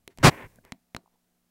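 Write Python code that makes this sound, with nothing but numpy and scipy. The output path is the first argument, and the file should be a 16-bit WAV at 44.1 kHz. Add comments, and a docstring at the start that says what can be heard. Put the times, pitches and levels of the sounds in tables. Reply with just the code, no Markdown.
"""In a quiet room, close to the microphone, a lizard chews a grasshopper.
Shell plates snap as paired clicks with short rings; a swarm of tiny fractures and jaw thuds makes one crunch.
Between them shell scrapes in the jaws as grainy and smooth coloured noise, and a thin hiss trails the crunch.
Dull mouth taps are short sine pulses. Dim reflections surround snaps and taps, over rumble, hum and hiss."""
import sys
import numpy as np
from scipy import signal
from scipy.fft import rfft, irfft
from scipy.io import wavfile

SR = 44100
rng = np.random.default_rng(int(sys.argv[2]) if len(sys.argv) > 2 else 0)


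def wrap_up_sound(samples):
    """Save the sound to the file named by the first command line argument, as 16-bit audio."""
    columns = np.atleast_2d(samples).T
    # keep every value between -1 and 1, then stretch to whole-number steps
    tamed = np.clip(columns, -1, 1)
    steps = np.round(tamed * 32767).astype(np.int16)
    wavfile.write(sys.argv[1], SR, steps)


N = 66150
T = np.arange(N) / SR  # time [s]


def amp(db):
    """Decibels to gain."""
    return 10 ** (np.asarray(db) / 20)


def unit(x):
    """Scales a signal to rms 1."""
    return x / np.sqrt(np.mean(x ** 2) + 1e-20)


def read_spectrum(points, hz):
    """Reads levels in dB between the points, on a log-frequency axis."""
    point_hz, point_db = np.transpose(points)
    return np.interp(np.log(hz + 1), np.log(point_hz + 1), point_db)


def colour(x, points):
    """Filters a signal by a spectrum and brings it to rms 1."""
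    hz = np.fft.rfftfreq(len(x), 1 / SR)
    return unit(irfft(rfft(x) * amp(read_spectrum(points, hz)), len(x)))


def noise(points):
    """Coloured noise at rms 1."""
    return colour(rng.standard_normal(N), points)


def grains(per_s, spread_db):
    """Tiny fractures: clicks at random moments, of uneven size and either sign."""
    size = amp(spread_db * np.minimum(rng.exponential(1, N), 4))
    sign = rng.choice([-1, 1], N)
    return size * sign * (rng.random(N) < per_s / SR)


def ramp(start, length):
    """Rises from 0 to 1; with a negative length, falls to 0 at start."""
    return np.clip((T - start) / length, 0, 1)


def add(mix, s, sound):
    """Adds a sound to the mix at a time in seconds."""
    part = mix[round(s * SR):][:len(sound)]
    part += sound[:len(part)]


def pops(rows):
    """Soft, dull blows: sine pulses under a bell-shaped envelope."""
    out = np.zeros(N)
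    for s, db, hz, half_length in rows:
        envelope = np.exp(-((T - s) / half_length) ** 2)
        out += amp(db) * np.sin(2 * np.pi * hz * (T - s)) * envelope
    return out


# frequencies [Hz] at which the levels of each snap are given
SNAP_HZ = [100, 250, 420, 700, 1200, 2500, 7000, 14000]
# short modes excited by every snap: (frequency [Hz], level before the snap's own ring level [dB], t60 [s])
RING_MODES = [(268, -48, .09), (350, -53, .1), (395, -53, .08), (463, -55, .075), (545, -57, .06),
              (690, -59, .12), (950, -59, .05)]
SNAP_LOW_HZ = 62  # bass roll-off
PLATE_DB, PLATE_OCTAVES = 5.5, 0.2  # height and width of the plate resonance
SMEAR_S, SMEAR_HZ = 0.0007, 4800  # delay of the lowest bass, and how fast it shrinks up the spectrum
ZING_HZ = 4020
ZING_WIDTHS_HZ = (135, 900)  # a narrow and a wide resonance [Hz]


def snap(levels_db, gap_ms, share, ring_db, plate_hz, size=16384):
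    """A double break coloured by its plate: treble arrives first, a narrow zing lingers, modes ring briefly."""
    hz, t = np.fft.rfftfreq(size, 1 / SR), np.arange(size) / SR
    octaves_off = np.log2((hz + 1) / plate_hz)
    plate_db = PLATE_DB * np.exp(-(octaves_off / PLATE_OCTAVES) ** 2)
    bass_cut = (hz + 1) / np.hypot(hz + 1, SNAP_LOW_HZ)
    snap_db = read_spectrum(list(zip(SNAP_HZ, levels_db)), hz) + plate_db
    log_gain = np.log(amp(snap_db) * bass_cut)
    # minimum phase puts the energy right at the onset
    mirrored = np.r_[log_gain, log_gain[-2:0:-1]]
    onset = np.exp(np.conj(signal.hilbert(mirrored)))[:len(hz)]
    # phase is the running sum of the delay at each frequency
    delay_s = SMEAR_S * np.exp(-hz / SMEAR_HZ)
    smear = np.exp(-2j * np.pi * np.cumsum(delay_s) * SR / size)
    # all-pass: delays the sound around the zing without changing its level
    pole = np.prod([ZING_HZ ** 2 - hz ** 2 + 1j * hz * width for width in ZING_WIDTHS_HZ], axis=0)
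    zing = np.conj(pole) / pole
    two_breaks = 1 + share * np.exp(-2j * np.pi * hz * gap_ms / 1000)
    ring = sum(amp(db - 60 * t / t60) * np.sin(2 * np.pi * f * t) for f, db, t60 in RING_MODES)
    spectrum = onset * smear * zing * two_breaks * (1 + amp(ring_db) * rfft(ring))
    return irfft(spectrum)[:size // 2]


# shell snaps: (time [s], eight levels, one for each of SNAP_HZ [dB], gap to the second break [ms],
# second break's share of the first [gain], ring level [dB], plate resonance [Hz])
SNAPS = [(.0773, -14, -16.5, -2.5, -13, -13.5, -11.5, -21, -23.5, .30, 0.25, 8.5, 2080),
         (0.1747, -31.5, -29, -39, -5, -38, -27.5, -31, -33, 0.47, 0.27, 13, 2300),
         (0.1857, -5.5, -7, -13.5, -7, -11.5, -23, -22, -34.5, .40, .4, -3, 3100),
         (.5587, -42, -27.5, -41, -32, -45, -51, -34.5, -36.5, 0.287, 0.33, -9, 3300),
         (.6503, -29, -30, -10, -16.5, -22.5, -29.5, -34, -33.5, .9, .2, -4, 2013),
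         (0.7215, 3, 7.5, -10, -1.5, -6.5, -7, -13.5, -28, 0.93, 0.18, -5, 2050),
         (0.9477, 5.5, 5.5, -2, 4.5, -9.5, -5, -23, -29, 0.568, 0.23, -8, 2095),
         (.9650, -1.5, -4.5, -2.5, -0.5, 0, -10, -14.5, -26.5, 0.73, 0.35, 3.5, 4370)]


def snaps():
    """Single plates of shell break, each with its own colour."""
    out = np.zeros(N)
    for s, *levels_db, gap_ms, share, ring_db, plate_hz in SNAPS:
        add(out, s, snap(levels_db, gap_ms, share, ring_db, plate_hz))
    return out


# course of the crunch: (start [s], attack [s], start of release [s], end [s])
CRUNCH = (.229, .017, .274, .3015)
# colour of the fractures: (frequency [Hz], relative level [dB])
CRUNCH_TONE = [(20, -26), (60, -8.5), (125, -7), (200, -9.5), (400, -7), (480, -14.5), (630, -4.5),
               (800, -11.5), (1300, -10.5), (3500, -20), (5200, -21.5), (10500, -31.5), (13000, -39),
               (16000, -39.5)]
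# jaw thuds as the body gives way in stages:
# (time [s], level before the closing fade [dB], frequency [Hz], half length [s])
THUDS = [(.2492, -6.5, 132, 0.007), (.2668, -11.5, 249, 0.0079), (.2886, -7.5, 140, 0.011)]
CRUNCH_DB = -12  # swarm at full force
FIRST_GIVE = 0.21  # share of the full force with which the crunch sets in
CRUNCH_RISE, CRUNCH_FALL = 1.7, 0.7  # curve exponents
TREBLE_HZ, TREBLE_SHARPEN = 3380, 1.4  # above this the force is raised to this power


def crunch():
    """The body collapses in a swarm of fractures, brightest at full force, and the jaw thuds."""
    start, attack, release, end = CRUNCH
    closing = ramp(end, release - end) ** CRUNCH_FALL
    build = (1 - FIRST_GIVE) * ramp(start, attack) ** CRUNCH_RISE
    force = (FIRST_GIVE * (T > start) + build) * closing
    swarm = colour(grains(per_s=14000, spread_db=1.5), CRUNCH_TONE)
    low = signal.sosfiltfilt(signal.butter(2, TREBLE_HZ, fs=SR, output="sos"), swarm)
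    treble = swarm - low
    fractures = low * force + treble * force ** TREBLE_SHARPEN
    return amp(CRUNCH_DB) * fractures + pops(THUDS) * closing


# scrapes of the shell: (start [s], end [s], attack [s], release [s],
# rasp level [dB], rub level [dB], hiss level [dB])
SCRAPES = [(0.095, 0.146, 0.015, 0.053, -66, -65.5, -67.5), (0.181, 0.237, 0.02, .012, -60, -57, -68.5),
           (0.296, 0.384, 0.019, 0.039, -47.5, -44.5, -65), (0.363, 0.477, 0.012, 0.04, -47.5, -46.5, -80),
           (0.467, 0.612, 0.007, 0.048, -74, -70, -98), (0.634, 0.729, 0.016, 0.057, -65, -62, -77),
           (1.107, 1.173, 0.023, 0.029, -90, -76.5, -88)]
# colours of the three layers: (frequency [Hz], relative level [dB])
RASP_TONE = [(100, -29), (900, -17.5), (1250, -6.5), (1550, -0.5), (2150, 1), (2700, -7.5), (3500, -18.5),
             (5000, -34), (16000, -54.5)]
RUB_TONE = [(20, -11), (150, -4.5), (350, 3), (520, 0.5), (730, -4.5), (1040, 1), (1230, -13.5),
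            (2000, -28), (16000, -59)]
HISS_TONE = [(500, -14.5), (3000, 1.5), (6000, -4.5), (16000, -13.5)]


def scrapes():
    """Shell slides in the jaws: a fine-grained rasp over a duller rub, with a little hiss."""
    rasp = colour(grains(per_s=10000, spread_db=2.0), RASP_TONE)
    rub, hiss = noise(RUB_TONE), noise(HISS_TONE)
    out = np.zeros(N)
    for start, end, attack, release, rasp_db, rub_db, hiss_db in SCRAPES:
        layers = amp(rasp_db) * rasp + amp(rub_db) * rub + amp(hiss_db) * hiss
        out += ramp(start, attack) * ramp(end, -release) * layers
    return out


# dull taps of the mouth: (time [s], level [dB], frequency [Hz], half length [s])
TAPS = [(0.588, -55.5, 1583, .002), (.5875, -50.5, 588, .002), (0.588, -50, 200, 0.0038),
        (1.041, -62.5, 400, .003), (1.061, -54, 921, .0012), (1.078, -55.5, 877, 0.0011),
        (1.159, -65.5, 879, 0.0017)]


def taps():
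    """The mouth taps dully: sine pulses only milliseconds long."""
    return pops(TAPS)


# colour of the thin hiss: (frequency [Hz], relative level [dB])
FIZZ_TONE = [(500, -14), (3000, -4), (8000, -1), (16000, -0.5)]
FIZZ_DB, FIZZ_T60_S = -56.5, 1


def fizz():
    """A thin hiss sets in with the crunch and dies away exponentially after it."""
    start, attack, release, end = CRUNCH
    decay_db = -60 * np.maximum(T - end, 0) / FIZZ_T60_S
    return noise(FIZZ_TONE) * ramp(start, attack) * amp(FIZZ_DB + decay_db)


# colours of the near reflections and the longer tail: (frequency [Hz], relative level [dB])
EARLY_TONE = [(60, -10.5), (250, 0), (750, -1.5), (1300, -15), (3000, -15.5), (15000, -24.5)]
LATE_TONE = [(60, -12), (300, 5), (800, 0.5), (1800, -8), (5000, -8.5), (15000, -2)]
EARLY_DB, EARLY_T60_S = -26, 0.16
LATE_DB, LATE_T60_S = -32.5, 0.4


def room(x):
    """Dull nearby reflections and a fainter, longer tail: convolution with decaying coloured noise."""
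    early = amp(EARLY_DB) * unit(noise(EARLY_TONE) * amp(-60 * T / EARLY_T60_S))
    late = amp(LATE_DB) * unit(noise(LATE_TONE) * amp(-60 * T / LATE_T60_S))
    response = (early + late) / np.sqrt(N)  # the levels above become total energies
    return signal.fftconvolve(x, response)[:N]


# course of the low rumble: (time [s], level [dB])
RUMBLE_LEVEL = [(0, -74.5), (.16, -75), (.2, -44), (.29, -43.5), (.34, -52), (.42, -67.5), (.455, -44),
                (.49, -64), (.68, -64), (.76, -87), (.92, -85.5), (.99, -87), (1.08, -95), (1.5, -89)]
# colours of the rumble and the steady hiss: (frequency [Hz], relative level [dB])
RUMBLE_TONE = [(15, -8.5), (60, -3.5), (110, -6.5), (200, -11), (500, -30.5), (2000, -56)]
FLOOR_TONE = [(20, -3.5), (60, -14.5), (120, -14), (180, -11), (245, -13.5), (290, -13.5), (714, -15.5),
              (1000, -19), (3000, -23.5), (16000, -23.5)]
# steady hum tones: (frequency [Hz], rms level [dB])
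HUM = [(177.6, -80.5), (242.2, -84), (333.8, -93.5), (662.1, -98), (721.4, -93.5)]
FLOOR_DB = -75.5


def background():
    """Low rumble that swells and sinks, a faint hum of steady sines, and constant noise as hiss."""
    hum = sum(amp(db) * np.sqrt(2) * np.sin(2 * np.pi * (f * T + rng.random())) for f, db in HUM)
    hiss = amp(FLOOR_DB) * noise(FLOOR_TONE)
    rumble = noise(RUMBLE_TONE) * amp(np.interp(T, *np.transpose(RUMBLE_LEVEL)))
    return hum + hiss + rumble


def scene():
    """All the sounds of chewing; only the snaps and taps excite the room."""
    clicks = snaps() + taps()
    chewing = clicks + room(clicks) + crunch() + scrapes() + fizz()
    return (chewing + background())[None]


EDGE_HZ = 15900  # upper band limit


def record(dry):
    """The recorder clips at full scale, then a steep low-pass limits the band."""
    low_pass = signal.firwin(511, EDGE_HZ, window=("kaiser", 9), fs=SR)
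    return signal.oaconvolve(np.clip(dry, -1, 1), low_pass[None], "same")


dry = scene()
out = record(dry)
wrap_up_sound(out)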